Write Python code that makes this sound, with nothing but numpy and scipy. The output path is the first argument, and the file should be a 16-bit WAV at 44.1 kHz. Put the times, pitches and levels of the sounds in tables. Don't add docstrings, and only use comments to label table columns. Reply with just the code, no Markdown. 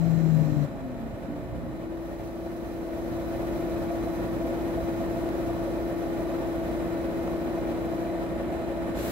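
import sys
import numpy as np
from scipy import signal
from scipy.fft import rfft, irfft, next_fast_len
from scipy.io import wavfile

SR = 44100
rng = np.random.default_rng(int(sys.argv[2]) if len(sys.argv) > 2 else 0)


def digitize_waveform(pressure):
    field = np.atleast_2d(pressure).T
    bounded = np.clip(field, -1, 1)
    quanta = np.round(bounded * 32767).astype(np.int16)
    wavfile.write(sys.argv[1], SR, quanta)


N = 401751
TIME = np.arange(N) / SR
FEED_HZ = 166.65
MAINS_HZ = 59.97

# centre in Hz, half width in Hz, lift in dB.
CARRIAGE_MOTOR_MODES = [(155.7, 2.3, 15), (237, 5.8, 11), (317, 2.5, 4), (328.98, 9.1, 12.5)]
GANTRY_MOTOR_MODES = [(151.2, 1.2, -9.5), (158.2, 3.9, 3.5), (240, 3.9, 6), (257.4, 9.7, 17),
                      (298, 18, 10.5), (324.3, 2.8, 11.5)]
CARRIAGE_HISS_PEAKS = [(3960, 120, 3), (5012, 14, 2.5), (5570, 58, 3), (5980, 10, 6), (6395, 12, 18),
                       (6330, 110, 3.5), (6660, 150, -8), (7430, 55, 12.5), (7617, 8, 14), (7750, 30, 5),
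                       (8100, 250, -4), (9065, 12, 7), (9560, 25, 4), (9840, 50, 4), (10400, 25, 3),
                       (10691, 20, 7), (10950, 250, -3), (11574, 40, 5), (11845, 45, 10), (12075, 50, 9),
                       (12270, 90, 5), (12750, 260, -3.5), (13740, 45, 4), (14400, 600, -2.5),
                       (15300, 60, 5), (15625, 35, 9)]
GANTRY_HISS_PEAKS = [(4060, 170, 11.5), (6400, 60, 10), (6500, 200, -8), (7340, 150, 14), (8000, 170, 0),
                     (11920, 400, 8), (13750, 90, 1), (15620, 60, 8)]
NOZZLE_MODES = [(4000, 200, 6), (6650, 200, -1), (7320, 200, 9), (12150, 230, 12.5)]
CABINET_MODES = [(290, 23, -4.5), (340, 16, -1), (406, 6.5, -7), (442, 11, -2.5), (548, 13.7, 6),
                 (602, 22, 4.5), (652, 5, 0), (656.5, 5.5, 6.5), (686.4, 13.6, 11), (825, 9.4, 5),
                 (897, 14, 3.5), (986, 23, 5.5), (1178, 15, 3.5), (1476, 68, 4), (1607, 29, -3.5),
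                 (1875, 126, 3.5), (2405, 83, 3.5), (3140, 38, -4), (3500, 45, -1), (3640, 110, 1.5),
                 (6560, 200, -1.5), (7230, 120, 7.5)]

# frequency in Hz, noise density in dB.
CARRIAGE_HISS = [(2000, -108), (4000, -99), (5800, -100.3), (8200, -109), (9500, -103), (11500, -100),
                 (15500, -103)]
GANTRY_HISS = [(1000, -78), (2500, -86), (4000, -95), (6000, -89), (9500, -106), (12000, -99),
               (15500, -100)]
FRAME_RUMBLE = [(35, -73), (60, -81), (120, -51.5), (180, -60.5), (280, -58), (400, -77), (900, -99),
                (4000, -130)]
TICK_COLOUR = [(500, -59), (850, -61), (1400, -66), (2400, -88), (6000, -105)]
SQUEAK_COLOUR = [(9000, -125), (11000, -107), (11800, -93), (12400, -96), (13500, -115)]
NOZZLE_RUSH = [(700, -90), (1500, -77), (2300, -81), (4500, -87.5), (7000, -89), (10000, -92), (13000, -91),
               (15500, -99)]
NOZZLE_HISS = [(2500, -101), (5000, -92), (8000, -90), (10500, -85), (13500, -83), (15500, -79)]
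EXHAUST_AIR = [(22, -78), (38, -79), (55, -59), (130, -65), (300, -59.5), (400, -65.5), (500, -64),
               (750, -71), (1000, -75.5), (1600, -81), (2400, -86.5), (3300, -91), (6000, -100.5),
               (10000, -101.5), (15500, -102)]

# multiple of the step rate, level against the whine in dB,
# left over right in dB, left phase lead in radians.
CARRIAGE_OVERTONES = [(3, -18.5, 4, -.2), (4, -15.5, 1, 0), (6.5, -26, 4, -2.6)]
# start in seconds, pitch in Hz, level in dB, seconds to fade by 60 dB.
FRAME_JOLTS = [(0.773, 267, -27, .2), (1, 227, -22, 0.2), (1.137, 101, -16.5, 0.064),
               (1.279, 236, -26, 0.28), (1.295, 297, -22.5, 0.42), (1.511, 65, -31, 0.86),
               (1.559, 165, -28.5, .25), (1.625, 242, -26.5, 0.33), (3.905, 677, -22.5, 0.18),
               (4.07, 674, -22, 0.09), (4.443, 266, -19, .06), (4.665, 288, -19, 0.065),
               (4.772, 656, -25, 0.18), (5.672, 556, -17, 0.066), (6.245, 660, -26.5, .15),
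               (8.315, 542, -21, 0.054)]
# pitch in Hz, level in dB, seconds to fade by 60 dB, left over right in dB.
PANEL_MODES = [(552, -45, 0.039, -1), (674, -45, 0.065, -1), (1010, -59.5, .03, 4), (1300, -61, 0.022, -2),
               (1790, -57, 0.026, 2), (2054, -55.5, 0.023, -3), (2344, -53.5, 0.022, 0)]
# start in seconds, level in dB.
TICKS = [(2.198, -4), (5.29, 0), (6.316, -9), (7.333, -4)]
# peak time in seconds, half length in seconds, level in dB.
SQUEAKS = [(.37, .035, 4), (1.01, .025, 0), (1.065, .015, -1.5), (1.19, .02, -8)]
# multiple of the mains, level in dB, left over right in dB.
PUMP_HARMONICS = [(1, -47.0, -7), (2, -48.5, -11), (3, -47.3, -12), (4, -48.3, -13), (6, -45.5, -6),
                  (7, -49.5, -2), (9, -51.5, -1), (11, -44.3, 0), (12, -59.0, 3), (18, -68.0, 7),
                  (19, -63.0, -8), (20, -68.0, 7), (21, -70.0, 0), (30, -68.5, -5), (32, -69.0, -1),
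                  (33, -69.0, 0), (34, -70.0, 10), (35, -65.3, -3), (37, -70.5, -2), (65, -77, -5),
                  (66, -71.8, -6), (67, -71.6, -7)]
# pitch in Hz, level in dB, left over right in dB.
FAN_TONES = [(45.2, -49.5, -13), (91.8, -63, -15), (255.9, -50, -2), (270.4, -51.5, -1), (294.4, -53, -2),
             (303.6, -47, 10), (342.1, -59, 21.5), (358, -57.5, 27.5)]
# frequency in Hz, likeness of the sides from -1 to 1, left over right in dB.
STEREO_SPREAD = [(45, .88, -2), (90, .7, -5), (140, .2, -3), (210, .6, -3), (300, .8, -1), (560, .91, 1),
                 (700, .88, 0), (1000, .5, 0), (1500, -.15, 0), (2000, .12, -1), (3000, -.1, -1),
                 (4000, .15, -2.5), (7000, .1, -2.5), (15000, .08, -3.3)]


def carriage(step_hz, hiss_rises_s=2, eases_s=8.14, fade_s=0.11, sag_db_per_s=0.7, steps_per_tooth=7):
    risen, eased = ease(TIME - hiss_rises_s, fade_s), ease(TIME - eases_s, fade_s)
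    whine, phase, octave_gain = stepper(
        step_hz, CARRIAGE_MOTOR_MODES, wobble_rad=0.062,
        hum_db=-46 - 2.5 * eased, hum_left_db=-3.5, hum_lead=2.17, hum_rough=0.077,
        octave_db=-44 - 2.5 * eased, octave_left_db=6, octave_rough=0.047)
    overtones = sum(from_db(db + 0.89 * drift(4.2)) * tone(multiple * phase, left_db, lead)
                    for multiple, db, left_db, lead in CARRIAGE_OVERTONES)
    belt_pulse = .07 * np.sin(phase / steps_per_tooth)
    step_pulse = .045 * (np.sin(2 * phase) + np.sin(3 * phase))
    hiss_db = -2.5 + 7.5 * risen - 7 * eased - sag_db_per_s * TIME
    flicker_db = 1.1 * drift(22)
    rolling = (step_hz / FEED_HZ) ** 1.1 * from_db(hiss_db + flicker_db)
    hiss = rolling * (1 + belt_pulse + step_pulse) * stereo_noise(CARRIAGE_HISS, CARRIAGE_HISS_PEAKS)
    return whine + overtones * octave_gain + hiss * pan(-0.99)


def gantry(step_hz, chatter):
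    drone, phase, _ = stepper(
        step_hz, GANTRY_MOTOR_MODES, wobble_rad=0.07,
        hum_db=-48 + 22 * chatter, hum_left_db=20.5, hum_lead=-0.72, hum_rough=0.055,
        octave_db=-44.5, octave_left_db=6.5, octave_rough=0.34)
    rolling = step_hz / FEED_HZ * from_db(-17 + 11 * chatter)
    step_pulse = 0.12 * np.sin(phase)
    hiss = rolling * (1 + step_pulse) * stereo_noise(GANTRY_HISS, GANTRY_HISS_PEAKS)
    return drone + hiss * pan(-14)


def stepper(step_hz, modes, wobble_rad, hum_db, hum_left_db, hum_lead, hum_rough,
            octave_db, octave_left_db, octave_rough):
    wandering_hz = step_hz * (1 + 0.00157 * drift(0.7))
    phase = 2 * np.pi * np.cumsum(wandering_hz) / SR + wobble_rad * drift(22)
    hum_gain = step_hz / FEED_HZ * from_db(hum_db + resonance_db(modes, step_hz))
    octave_gain = step_hz / FEED_HZ * from_db(octave_db + resonance_db(modes, 2 * step_hz))
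    hum = hum_gain * tone(phase, hum_left_db, hum_lead) * (1 + hum_rough * drift(35))
    octave = octave_gain * tone(2 * phase, octave_left_db, lead=-0.62) * (1 + octave_rough * drift(14))
    return hum + octave, phase, octave_gain


def step_rates(turn_rad_per_s=.71, corner_end_s=2.125):
    heading = np.clip(np.pi / 2 + turn_rad_per_s * (TIME - corner_end_s), 0, np.pi / 2)
    return FEED_HZ * np.cos(heading), FEED_HZ * np.sin(heading)


def frame_shudders(gantry_hz, chatter, stop_hz=39.3, lull_s=1.2, attack_s=0.0051):
    lull = np.exp(-((TIME - lull_s) / 0.051) ** 2)
    force = ease(gantry_hz - stop_hz, 12) * from_db(-1 + 0.5 * chatter - 21 * lull)
    out = force * pan(21 * chatter) * stereo_noise(FRAME_RUMBLE)
    for start_s, hz, db, t60 in FRAME_JOLTS:
        age = np.clip(TIME - start_s, 0, 2)
        envelope = from_db(db - 60 * age / t60) * (1 - np.exp(-age / attack_s))
        out += envelope * np.sin(2 * np.pi * hz * age)
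    return out


def panel_rattle(contacts_per_s=85, scatter_db=2.5, throb_db=4):
    contacts = rng.random(N) < contacts_per_s / SR
    bouts = from_db(-1 + throb_db * np.tanh(drift(5)))
    out = np.zeros((2, N))
    for hz, db, t60, left_db in PANEL_MODES:
        strength = from_db(db + scatter_db * rng.uniform(-1.3, 1, N)) * rng.choice([-1, 1], N)
        out += pan(left_db) * ring(contacts * bouts * strength, hz, t60)
    return out


def ticks(t60=0.025):
    envelope = sum((TIME >= start_s) * from_db(db - 60 * np.abs(TIME - start_s) / t60)
                   for start_s, db in TICKS)
    return envelope * stereo_noise(TICK_COLOUR)


def bearing_squeaks():
    envelope = sum(from_db(db) * np.exp(-((TIME - peak_s) / half_s) ** 2)
                   for peak_s, half_s, db in SQUEAKS)
    return envelope * stereo_noise(SQUEAK_COLOUR)


def nozzle(start_s=8.94, attack_s=0.048, opens_s=9.024):
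    rush = np.clip((TIME - start_s) / attack_s, 0, 1) * stereo_noise(NOZZLE_RUSH, NOZZLE_MODES)
    hiss = from_db(-3.5) * ease(TIME - opens_s, .008) * stereo_noise(NOZZLE_HISS)
    sputter = from_db(drift(91))
    return sputter * (rush + hiss) * pan(2.6)


def air_pump(waver_db=2, jitter_rad=0.011):
    mains_phase = 2 * np.pi * MAINS_HZ * TIME + jitter_rad * drift(29)
    out = np.zeros((2, N))
    for multiple, db, left_db in PUMP_HARMONICS:
        phase = multiple * mains_phase + rng.uniform(0, 2 * np.pi)
        gain = from_db(db - 1.5 + waver_db * drift(4.9))
        out += gain * tone(phase, left_db, lead=-multiple * 0.0088)
    return out


def pump_rattle(scatter_db=3):
    multiples = np.setdiff1d(np.arange(13, 95), np.array(PUMP_HARMONICS)[:, 0])
    shape = (2, len(multiples))
    contour_db = at_hz(EXHAUST_AIR, multiples * MAINS_HZ)[0] + 4
    gains = from_db(contour_db + rng.normal(0, scatter_db, shape))
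    cycle = np.linspace(0, 1, 2048)
    phases = 2 * np.pi * (multiples[:, None] * cycle + rng.random(shape)[..., None])
    stroke = np.sum(gains[..., None] * np.sin(phases), axis=1)
    return np.sqrt(2) * np.array([np.interp(TIME * MAINS_HZ % 1, cycle, side) for side in stroke])


def exhaust_fan(wobble_rad=0.37, boom_hz=150, boom_db=2.5, sag_db_per_s=0.7):
    air = stereo_noise(EXHAUST_AIR, CABINET_MODES) * from_db(drift(28))
    hum = sum(from_db(db) * tone(2 * np.pi * hz * TIME + wobble_rad * drift(1.03), left_db)
              for hz, db, left_db in FAN_TONES)
    fan = air + hum
    boom = signal.sosfilt(signal.butter(1, boom_hz, fs=SR, output="sos"), fan)
    return fan + boom * (from_db(boom_db - sag_db_per_s * TIME) - 1)


def stereo_noise(colour, resonances=(), wall_gain=1.25, left_lag_s=.00008):
    size = next_fast_len(N)
    near, far = rfft(rng.standard_normal((2, size)))
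    hz = np.arange(len(near)) * SR / size + 1e-3
    level_db = at_hz(colour, hz)[0] + resonance_db(resonances, hz)
    low_cut = 1 / np.sqrt(1 + (.5 * colour[0][0] / hz) ** 4)
    gain = from_db(level_db) * np.sqrt(SR / 2) * low_cut
    reflected = .2 / (1 + (1000 / hz) ** 4)
    far = np.sqrt(1 - reflected) * far + np.sqrt(reflected) * near * wall_bounce(size)
    depth = reflected * wall_gain
    wall_ripple = (1 + depth * wall_bounce(size)) / np.sqrt(1 + depth ** 2)
    likeness, left_db = at_hz(STEREO_SPREAD, hz)
    mid = np.sqrt(1 + likeness) * (near + far) / 2
    side = np.sqrt(1 - likeness) * (near - far) / 2
    lag = np.exp(-2j * np.pi * hz * [[left_lag_s], [0]])
    pair = np.array([mid + side, mid - side]) * lag * pan(left_db)
    return irfft(pair * gain * wall_ripple, size)[:, :N]


def wall_bounce(size, ripple_width_hz=22):
    step = np.sqrt(SR / size / ripple_width_hz)
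    return np.exp(1j * step * np.cumsum(rng.standard_normal(size // 2 + 1)))


def ring(drive, hz, t60):
    decay, angle = from_db(-60 / (t60 * SR)), 2 * np.pi * hz / SR
    return signal.lfilter([0, np.sin(angle)], [1, -2 * decay * np.cos(angle), decay ** 2], drive + 1e-18)


def tone(phase, left_db, lead=0):
    return np.sqrt(2) * pan(left_db) * np.sin(phase + np.array([[.5], [-.5]]) * lead)


def drift(rate_hz):
    hop, run_in = 40, 2000
    pole = np.exp(-2 * np.pi * rate_hz * hop / SR)
    noise = rng.standard_normal(N // hop + run_in + 2)
    slow = signal.lfilter([1], [1, -2 * pole, pole * pole], noise)[run_in:]
    return np.interp(np.arange(N) / hop, np.arange(len(slow)), slow / slow.std())


def resonance_db(resonances, hz):
    return sum(db / (1 + ((hz - centre) / width) ** 2) for centre, width, db in resonances)


def at_hz(rows, hz):
    points, *columns = np.transpose(rows)
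    return [np.interp(np.log(hz), np.log(points), column) for column in columns]


def ease(x, width):
    return .5 + .5 * np.tanh(x / width)


def pan(left_db):
    return from_db(np.array([[.5], [-.5]]) * left_db)


def from_db(db):
    return np.exp(np.asarray(db) * (np.log(10) / 20))


def scene(chatter_above_hz=143.6, chatter_lift_db=2, quiet_db=-6, swell_s=3.06):
    gantry_hz, carriage_hz = step_rates()
    chatter = ease(gantry_hz - chatter_above_hz, 1.1)
    axes = gantry(gantry_hz, chatter) + carriage(carriage_hz)
    rattles = frame_shudders(gantry_hz, chatter) + panel_rattle() + ticks() + bearing_squeaks()
    air = air_pump() + pump_rattle() + exhaust_fan() + nozzle()
    quiet = ease(swell_s - TIME, 0.39)
    return (axes + rattles + air) * from_db(0.07 + quiet_db * quiet + chatter_lift_db * chatter)


def record(dry, cutoff_hz=15720):
    return signal.sosfilt(signal.ellip(12, .1, 80, cutoff_hz, fs=SR, output="sos"), dry)


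dry = scene()
out = record(dry)
digitize_waveform(out)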